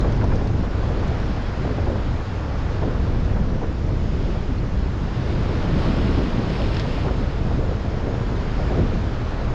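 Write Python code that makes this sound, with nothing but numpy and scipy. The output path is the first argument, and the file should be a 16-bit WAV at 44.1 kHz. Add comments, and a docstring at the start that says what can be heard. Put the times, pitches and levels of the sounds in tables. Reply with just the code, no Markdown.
"""A boulder shore in gusty wind: waves roar and hiss in coloured noise and clouds of damped sines.
The biggest one booms on the rocks; spray patters, blobs slap as noise bursts and drips plink as gliding sines.
Wind on the microphone is shaped noise: a surging rumble, a flutter, a rustle and short banded flurries.
A fishing reel ticks faintly for a few turns, in short bursts of coloured noise."""
import sys
import numpy as np
from scipy import signal
from scipy.fft import rfft, irfft, next_fast_len
from scipy.io import wavfile
from scipy.ndimage import uniform_filter1d, map_coordinates

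SR = 44100
rng = np.random.default_rng(int(sys.argv[2]) if len(sys.argv) > 2 else 0)


def store_pcm(level_fs):
    """Save levels as 16-bit WAV."""
    pcm = np.round(np.clip(level_fs, -1, 1) * 32767).astype(np.int16)
    wavfile.write(sys.argv[1], SR, np.atleast_2d(pcm).T)


N = 420713
T = np.arange(N) / SR  # time of each sample, s
WAVE_SHAPE = 1.33  # exponent of a wave's swell: 2 = a rounded crest, 1 = a pointed one


def amp(db):
    """Decibels to gain."""
    return 10 ** (np.asarray(db) / 20)


def unit(x):
    """x at rms 1."""
    return x / np.sqrt(np.mean(x ** 2) + 1e-20)


def white():
    """White noise as long as the scene."""
    return rng.standard_normal(N)


def curve(rows):
    """(time, value) points joined by straight lines, one value per sample."""
    s, value = np.transpose(rows)
    return np.interp(T, s, value)


def wobble(rate):
    """A smooth random curve, rate knots a second."""
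    knots = rng.standard_normal(int(N * rate / SR) + 4)
    return map_coordinates(knots, [T * rate])


def swell(crest, rise, fall, shape):
    """A gain that climbs to 1 at the crest and dies away again; rise and fall set its widths."""
    age = T - crest
    return np.exp(-np.abs(age / np.where(age < 0, rise, fall)) ** shape / 2)


def together(gains):
    """The joint gain of unrelated noises: their powers add."""
    return np.sqrt(sum(g ** 2 for g in gains))


def filtered(x, response):
    """x times a response of frequency, padded so that its end does not wrap round."""
    m = next_fast_len(N + SR // 2)
    hz = np.fft.rfftfreq(m, 1 / SR)
    return irfft(rfft(x, m) * response(hz), m)[:N]


def coloured(x, spectrum):
    """x through (Hz, dB) points joined on a log axis."""
    f, db = np.transpose(spectrum)
    return filtered(x, lambda hz: amp(np.interp(np.log(hz + 1), np.log(f), db)))


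def steadied(x, span):
    """x at rms 1, with its swells longer than span seconds evened out."""
    power = np.abs(uniform_filter1d(x ** 2, max(int(span * SR), 2)))
    return unit(x / np.sqrt(power + 1e-12))


def band_noise(low_hz, high_hz, order, span):
    """One second of even noise in a band."""
    band = signal.butter(order, [low_hz, min(high_hz, SR / 2 - 1)], "band", fs=SR, output="sos")
    return steadied(signal.sosfilt(band, rng.standard_normal(SR)), span)


def rush(patchy_db):
    """White noise with patches of random gain in time and frequency."""
    z = signal.stft(white(), nperseg=512)[2]
    field = uniform_filter1d(rng.standard_normal(z.shape), size=7, axis=0)  # across frequency
    field = uniform_filter1d(field, size=14, axis=1)  # across time
    patched = z * amp(patchy_db * unit(field))
    return unit(signal.istft(patched, nperseg=512)[1][:N])


def bubbles(count, pitch_hz, spread, cycles, size_db):
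    """A cloud of damped sines of random size, each rising in pitch as it dies."""
    start = rng.integers(0, N, count)
    hz = np.clip(pitch_hz * np.exp(spread * rng.standard_normal((count, 1))), 200, 12000)
    size = amp(size_db * np.minimum(rng.exponential(size=(count, 1)), 5))
    k = np.arange(256)  # samples in one ring
    life = np.minimum(cycles / hz, len(k) / SR)
    age = k / SR / life
    decay = np.exp(-np.log(100) * age)  # down 40 dB over one life
    ring = size * np.sin(2 * np.pi * hz * k / SR * (1 + age / 10)) * decay
    places = start[:, None] + k
    return unit(np.bincount(places.ravel(), ring.ravel(), N + len(k))[:N])


def wind():
    """Pressure swings rumble; smaller eddies flutter as the swings peak, the smallest rustle in flickers."""
    # wind strength, heard relative to its mean: t/s, level/dB
    strength = [(0, -17), (.4, -18.5), (1.0, -20), (1.55, -22), (1.85, -22), (2.35, -24.5), (2.7, -22),
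                (3.25, -18.5), (3.75, -20.5), (4.15, -19.5), (4.8, -21.5), (5.1, -21.5), (6.1, -18.5),
                (6.5, -23), (7.6, -20.5), (7.95, -22), (8.85, -19.5), (9.3, -24)]
    # level of the rustle before the lulls: t/s, level/dB
    rustle_level = [(0, -36.5), (.6, -36.5), (1.1, -35), (1.45, -39.5), (1.85, -35), (2.25, -39.5),
                    (2.95, -35), (3.12, -39.5), (3.32, -36), (3.7, -39), (4.3, -38), (5.0, -43),
                    (5.35, -34.5), (6.6, -36), (7.6, -34), (7.9, -35), (8.2, -36), (8.5, -36), (8.8, -32.5),
                    (9.15, -41.5), (9.54, -34.5)]
    # brief dips of the wind: t/s, depth/dB (negative = a rise)
    lulls = [(.16, 1), (.39, 1.5), (.73, 4), (1.54, 3.5), (1.99, -0.5), (2.25, 5), (2.45, 0.5), (3.61, 2),
             (3.76, 4), (3.98, 0), (4.42, 1.5), (4.7, 4.5), (4.92, 2.5), (5.13, 4.5), (6.29, 4), (6.46, 2),
             (7.33, 3.5), (7.83, 2.5), (7.92, 1), (8.43, 3), (8.53, 3), (9.08, -0.5), (9.3, 0.5)]
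    # brief surges of the rumble alone: t/s, rise/dB (negative = a dip)
    surges = [(.32, 3), (1.32, 0), (1.83, 4), (2.11, 4), (3.33, 1), (3.88, 1), (4.12, -1), (4.61, 0),
              (4.79, 3.5), (6.15, 1), (6.669, 5.5), (7.53, 1), (8.14, -1), (8.36, -0.5), (8.83, -1),
              (8.95, 0.5), (9.51, 4)]
    # tone curves of the large, middling and small eddies: f/Hz, level/dB
    rumble_tone = [(8, -17.5), (20, 4), (35, -3), (55, 0.5), (75, -2), (120, -5), (160, -13), (260, -28.5),
                   (600, -72)]
    flutter_tone = [(60, -20.5), (120, -9.5), (165, 1.5), (240, -0.5), (320, -4), (420, -10), (600, -22.5),
                    (1100, -41), (3000, -66)]
    rustle_tone = [(150, -26), (300, -3), (450, 5), (600, 0.5), (800, -7.5), (1100, -14.5), (1700, -25),
                   (2400, -37), (6000, -67.5)]
    rumble_db, flutter_db = -22.5, -32  # at mean wind strength
    flutter_grows = 0.91  # dB per dB of wind strength
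    lull_s, surge_s = 0.019, 0.035  # half lengths

    strength_db = curve(strength)
    lull_db = sum(depth * swell(s, lull_s, lull_s, 2.2) for s, depth in lulls)
    surge_db = sum(rise * swell(s, surge_s, surge_s, 1.2) for s, rise in surges)
    gust_db = strength_db - strength_db.mean() - lull_db

    swing = steadied(coloured(white(), rumble_tone), span=.05)
    swing = unit(coloured(swing, [(10, -16.0), (25, -4.5)]))  # the slowest drift leaks past the diaphragm
    push = np.abs(swing)  # either way, a strong swing stirs the smaller eddies

    flutter = steadied(coloured(white(), flutter_tone), span=.06)
    flutter = unit(flutter * amp(1.0 * push + 0.57 * wobble(45) + 0.26 * wobble(16)))
    rustle = steadied(coloured(white(), rustle_tone), span=0.037)
    flicker_db = 0.87 * wobble(12) + 1.2 * wobble(30) + 1.6 * wobble(140)
    rustle = unit(rustle * amp(.7 * push + flicker_db))

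    rumble = amp(rumble_db + gust_db + surge_db + 0.76 * wobble(16)) * swing
    flutter = amp(flutter_db + flutter_grows * gust_db) * flutter
    rustle = amp(curve(rustle_level) - 1.1 * lull_db) * rustle
    return rumble + flutter + rustle


def flurries():
    """Stronger eddies strike and fade: slow ones thump, fast ones brighten, each band sinking as it passes."""
    # eddies that hit the microphone, before flicker and tone: t/s, level/dB, half length/s, centre f/Hz
    eddies = [(.018, -28, 0.0057, 700), (0.047, -26.5, .006, 950), (0.059, -26, .016, 540),
              (.219, -27.5, 0.017, 1000), (0.239, -21.5, 0.006, 600), (.268, -26, .02, 174),
              (0.322, -27, 0.009, 1230), (0.346, -24.5, 0.015, 470), (0.416, -26, .006, 720),
              (0.462, -29, 0.006, 580), (.597, -26, .018, 160), (0.833, -29, 0.0078, 850),
              (0.902, -30, 0.0086, 650), (0.991, -28.5, 0.022, 467), (1.032, -27, .007, 840),
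              (1.113, -28, 0.011, 660), (1.301, -24, .022, 159), (1.597, -24, 0.012, 174),
              (1.651, -23, .006, 577), (1.674, -24, .006, 574), (1.703, -26.5, 0.015, 430),
              (1.785, -26.5, 0.0083, 580), (1.871, -24.5, 0.0065, 680), (1.905, -27, 0.038, 380),
              (2.074, -26, 0.021, 188), (2.829, -23.5, 0.013, 616), (2.857, -27, .016, 450),
              (2.871, -25.5, 0.0089, 230), (3.029, -25.5, 0.054, 130), (3.372, -30.5, .011, 1100),
              (3.408, -22, .015, 140), (3.528, -25, 0.032, 155), (3.619, -26, .005, 680),
              (3.636, -25.5, 0.009, 685), (3.64, -34, .012, 1250), (4.295, -25.5, .016, 320),
              (4.497, -27, 0.014, 240), (5.644, -23, 0.017, 175), (5.758, -21, .018, 192),
              (5.842, -28.5, .04, 850), (5.888, -19.5, .013, 210), (6.191, -22.5, .015, 480),
              (6.35, -22, 0.015, 178), (6.599, -28, .008, 850), (6.619, -25.5, .012, 497),
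              (7.05, -24.5, .006, 720), (7.063, -25, .01, 680), (7.085, -26, .007, 1150),
              (7.109, -27, .008, 540), (7.215, -26.5, 0.016, 320), (7.46, -25, 0.024, 160),
              (7.513, -22.5, 0.006, 660), (7.56, -25.5, .022, 180), (7.715, -26.5, .008, 546),
              (8.071, -26.5, 0.021, 606), (8.118, -29, 0.0063, 430), (8.162, -28, 0.0096, 191),
              (8.31, -33, 0.0093, 480), (8.593, -26.5, 0.0066, 616), (8.712, -24, .018, 516),
              (8.779, -22.5, 0.017, 480), (8.804, -19, .03, 201), (8.95, -24, 0.033, 162),
              (9.461, -28.5, .02, 159)]
    rise, fall = 0.54, 1.46  # in half lengths
    below, above = 2.4, 1.35  # the band reaches this factor below and above its centre
    even_cycles = 3.3  # the push stays even over this many cycles
    sag = .2  # share by which the band starts high and ends low

    out = np.zeros(N)
    for s, db, half, hz in eddies:
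        near = np.abs(T - s) < 5 * half
        age = T[near] - s
        width = half * np.where(age < 0, rise, fall)
        push = np.exp(-(age / width) ** 2 / 2)
        air = band_noise(hz / below, hz * above, order=3, span=even_cycles / hz)
        # the noise is read ever more slowly, so its band sinks
        travel = SR // 4 + np.cumsum(1 - sag * np.tanh(age / half))
        out[near] += amp(db) * push * np.interp(travel, np.arange(SR), air)
    flickering = out * amp(0.78 * wobble(160))
    return coloured(flickering, [(300, -0.5), (900, -5.0), (1600, -5), (2500, -3.5), (6000, -24.5)])


def reel():
    """The reel's mechanism ticks softly once a turn: noise with a quick attack and a decay."""
    # ticks: t/s, level/dB
    turns = [(.007, -36), (.123, -39.5), (.241, -39), (.356, -40), (.473, -42), (1.077, -39), (1.199, -44)]
    # tone curve of a tick: f/Hz, level/dB
    tick_tone = [(1500, -25), (3200, -3), (4000, 9.5), (5000, -3), (6200, 4.5), (7000, -11), (8000, -2),
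                 (11000, -6), (15000, -15)]
    rise_s, t60_s = .0005, .028  # attack time constant, time to fall 60 dB

    strength = np.zeros(N)
    for s, db in turns:
        age = np.clip(T - s, 0, 1)
        strength += amp(db - 60 * age / t60_s) * (1 - np.exp(-age / rise_s))
    return strength * unit(coloured(white(), tick_tone))


def drips():
    """Drops plink into pools between the rocks: each traps a small bubble that rings and rises in pitch."""
    # single drops: t/s, level/dB, starting pitch f/Hz
    plinks = [(3.334, -39, 3380), (4.583, -39, 4270)]
    rise_s, t60_s = .001, 0.033  # attack time constant, time to fall 60 dB
    glide = 1.5  # pitch climb, share per second

    out, t = np.zeros(N + SR), np.arange(SR // 10) / SR
    shape = (1 - np.exp(-t / rise_s)) * amp(-60 * t / t60_s)
    for s, db, hz in plinks:
        ring = np.sin(2 * np.pi * hz * t * (1 + glide * t / 2))
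        out[round(s * SR):][:len(t)] += amp(db) * shape * ring
    return out[:N]


def slaps():
    """Larger blobs of spray snap on the stone, each at its own pitch, and scatter."""
    # blobs, before the tone curve: t/s, level/dB, centre f/Hz
    blobs = [(6.6675, -30, 3000), (6.744, -27, 4500), (6.748, -31, 2400), (6.7677, -24.5, 2700),
             (6.7965, -22, 3300), (6.806, -32, 2800), (6.92, -36, 5000)]
    # tone curve of the slaps: f/Hz, level/dB
    slap_tone = [(700, -3), (1700, 5), (5200, -0.5), (5900, -10), (7500, -13), (13000, -16)]
    rise_s, t60_s = 0.00046, 0.0091  # the snap: attack time constant, time to fall 60 dB
    scatter_db, scatter_t60_s = -15, 0.15  # the fragments' longer tail, relative to the snap
    reach = 2.1  # the band reaches this factor below and above its centre

    out, t = np.zeros(N + SR), np.arange(SR // 4) / SR
    snap = amp(-60 * t / t60_s)
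    scatter = amp(scatter_db - 60 * t / scatter_t60_s)
    shape = (1 - np.exp(-t / rise_s)) * (snap + scatter)
    for s, db, hz in blobs:
        splash = band_noise(hz / reach, hz * reach, order=2, span=.001)
        out[round(s * SR):][:len(t)] += amp(db) * shape * splash[-len(t):]
    return coloured(out, slap_tone)[:N]


def spray():
    """Sheets of droplets patter on the boulders; the level flickers as clumps of drops land."""
    # sheets: peak t/s, rise/s, fall/s, level/dB
    sheets = [(1.08, 0.072, 0.18, -55), (5.29, 0.077, 0.27, -48), (5.82, 0.06, 0.45, -42),
              (6.55, 0.046, 0.3, -41), (6.93, 0.03, 0.064, -44), (7.03, 0.057, .04, -45)]
    # tone curve of the droplets: f/Hz, level/dB
    droplet_tone = [(1000, -13), (2000, -1), (2900, 0.5), (4200, -2.5), (5350, -4.5), (5750, -21.5),
                    (7100, -18.5), (8300, -10), (11000, -14.5), (14000, -29)]
    clump_db = .7  # depth of the flicker

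    landing = together(amp(db) * swell(s, rise, fall, 1.3) for s, rise, fall, db in sheets)
    drops = rush(patchy_db=-0.5)
    drops = drops + amp(-3.5) * bubbles(count=9000, pitch_hz=3460, spread=0.5, cycles=3.0, size_db=2.5)
    return landing * amp(clump_db * wobble(28)) * unit(coloured(drops, droplet_tone))


def boom():
    """Air trapped under the biggest wave booms as it hits the boulders: low noise in one swell."""
    # the one boom: crest t/s, rise/s, fall/s, level/dB
    s, rise, fall, db = (6, 0.56, 0.83, -27.5)
    # tone curve of the boom: f/Hz, level/dB
    boom_tone = [(50, -18.5), (110, -1), (170, 2.5), (260, -1), (400, -6), (600, -19), (1100, -26),
                 (3000, -61)]

    air = steadied(coloured(white(), boom_tone), span=0.058)
    return amp(db + 2.2 * wobble(25)) * swell(s, rise, fall, WAVE_SHAPE) * air


def surf():
    """Waves swell and drain: tumbling water roars with large bubbles, foam hisses and fizzes with small ones."""
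    # waves running up the rocks: crest t/s, rise/s, fall/s, roar level/dB, foam level/dB
    breakers = [(.1, 0.44, 0.28, -38.5, -48), (1.1, 0.51, 1.3, -38.5, -45.5), (2.9, 0.78, 0.42, -40, -51),
                (4.25, 0.32, 0.22, -50, -48), (5.8, 0.66, 1.27, -36, -43), (8.6, 0.58, 0.76, -38.5, -46),
                (9.45, 0.27, 0.45, -38.5, -51)]
    # tone curves of the roar, the foam and the fizz: f/Hz, level/dB
    roar_tone = [(150, -15.5), (400, -0.5), (700, 1), (1000, -0.5), (1500, -3.5), (2000, -9.5), (2800, -19),
                 (5000, -40.5), (9000, -74.5)]
    foam_tone = [(900, -20.5), (1700, 0.5), (2400, -0.5), (3300, -2), (4300, -5), (5350, -8.5),
                 (5700, -17.5), (7000, -19.5), (10000, -19.5), (14000, -36.5)]
    fizz_tone = [(3000, -24), (5000, 2.5), (5800, 1), (7000, -3), (8500, -12), (11000, -14), (14000, -25.5)]
    shore_roar_db, shore_foam_db = -42.5, -52.5  # the rest of the shore, always there
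    fizz_db, fizz_full_db = -57, -49.5  # fizz ceiling, and the foam level around which it levels off
    foam_lag_s = .03  # the foam hisses just after the water tumbles

    tumbling, foaming = [amp(shore_roar_db)], [amp(shore_foam_db)]
    for s, rise, fall, roar_db, foam_db in breakers:
        tumbling.append(amp(roar_db) * swell(s, rise, fall, WAVE_SHAPE))
        foaming.append(amp(foam_db) * swell(s + foam_lag_s, rise, fall, WAVE_SHAPE))
    tumbling, foaming = together(tumbling), together(foaming)

    churn = rush(patchy_db=0.0)
    churn = churn + amp(-15) * bubbles(count=9000, pitch_hz=1512, spread=0.46, cycles=7, size_db=1.5)
    froth = rush(patchy_db=1.0)
    froth = froth + amp(-15.5) * bubbles(count=9000, pitch_hz=3680, spread=0.4, cycles=5.5, size_db=1.0)

    roar = tumbling * unit(coloured(churn, roar_tone))
    foam = foaming * amp(0.24 * wobble(9.7)) * unit(coloured(froth, foam_tone))
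    fizzing = amp(fizz_db + 0.3 * wobble(12)) * np.tanh(foaming / amp(fizz_full_db))
    fizz = fizzing * unit(coloured(rush(patchy_db=1.3), fizz_tone))
    return roar + foam + fizz


def scene():
    """Everything meets at one microphone."""
    weather = wind() + flurries()
    water = surf() + boom() + spray() + slaps() + drips()
    return (weather + water + reel())[None]


def record(dry):
    """The microphone dulls the top octave and keeps nothing above its band limit."""
    # the microphone's dull top: f/Hz, level/dB
    dull_top = [(6900, 0.5), (7400, -3.5), (8100, -13), (10000, -16.5), (12000, -20), (15000, -26.5)]
    top_hz = 15100  # band limit
    return filtered(coloured(dry[0], dull_top), lambda hz: hz < top_hz)[None]


dry = scene()
out = record(dry)
store_pcm(out)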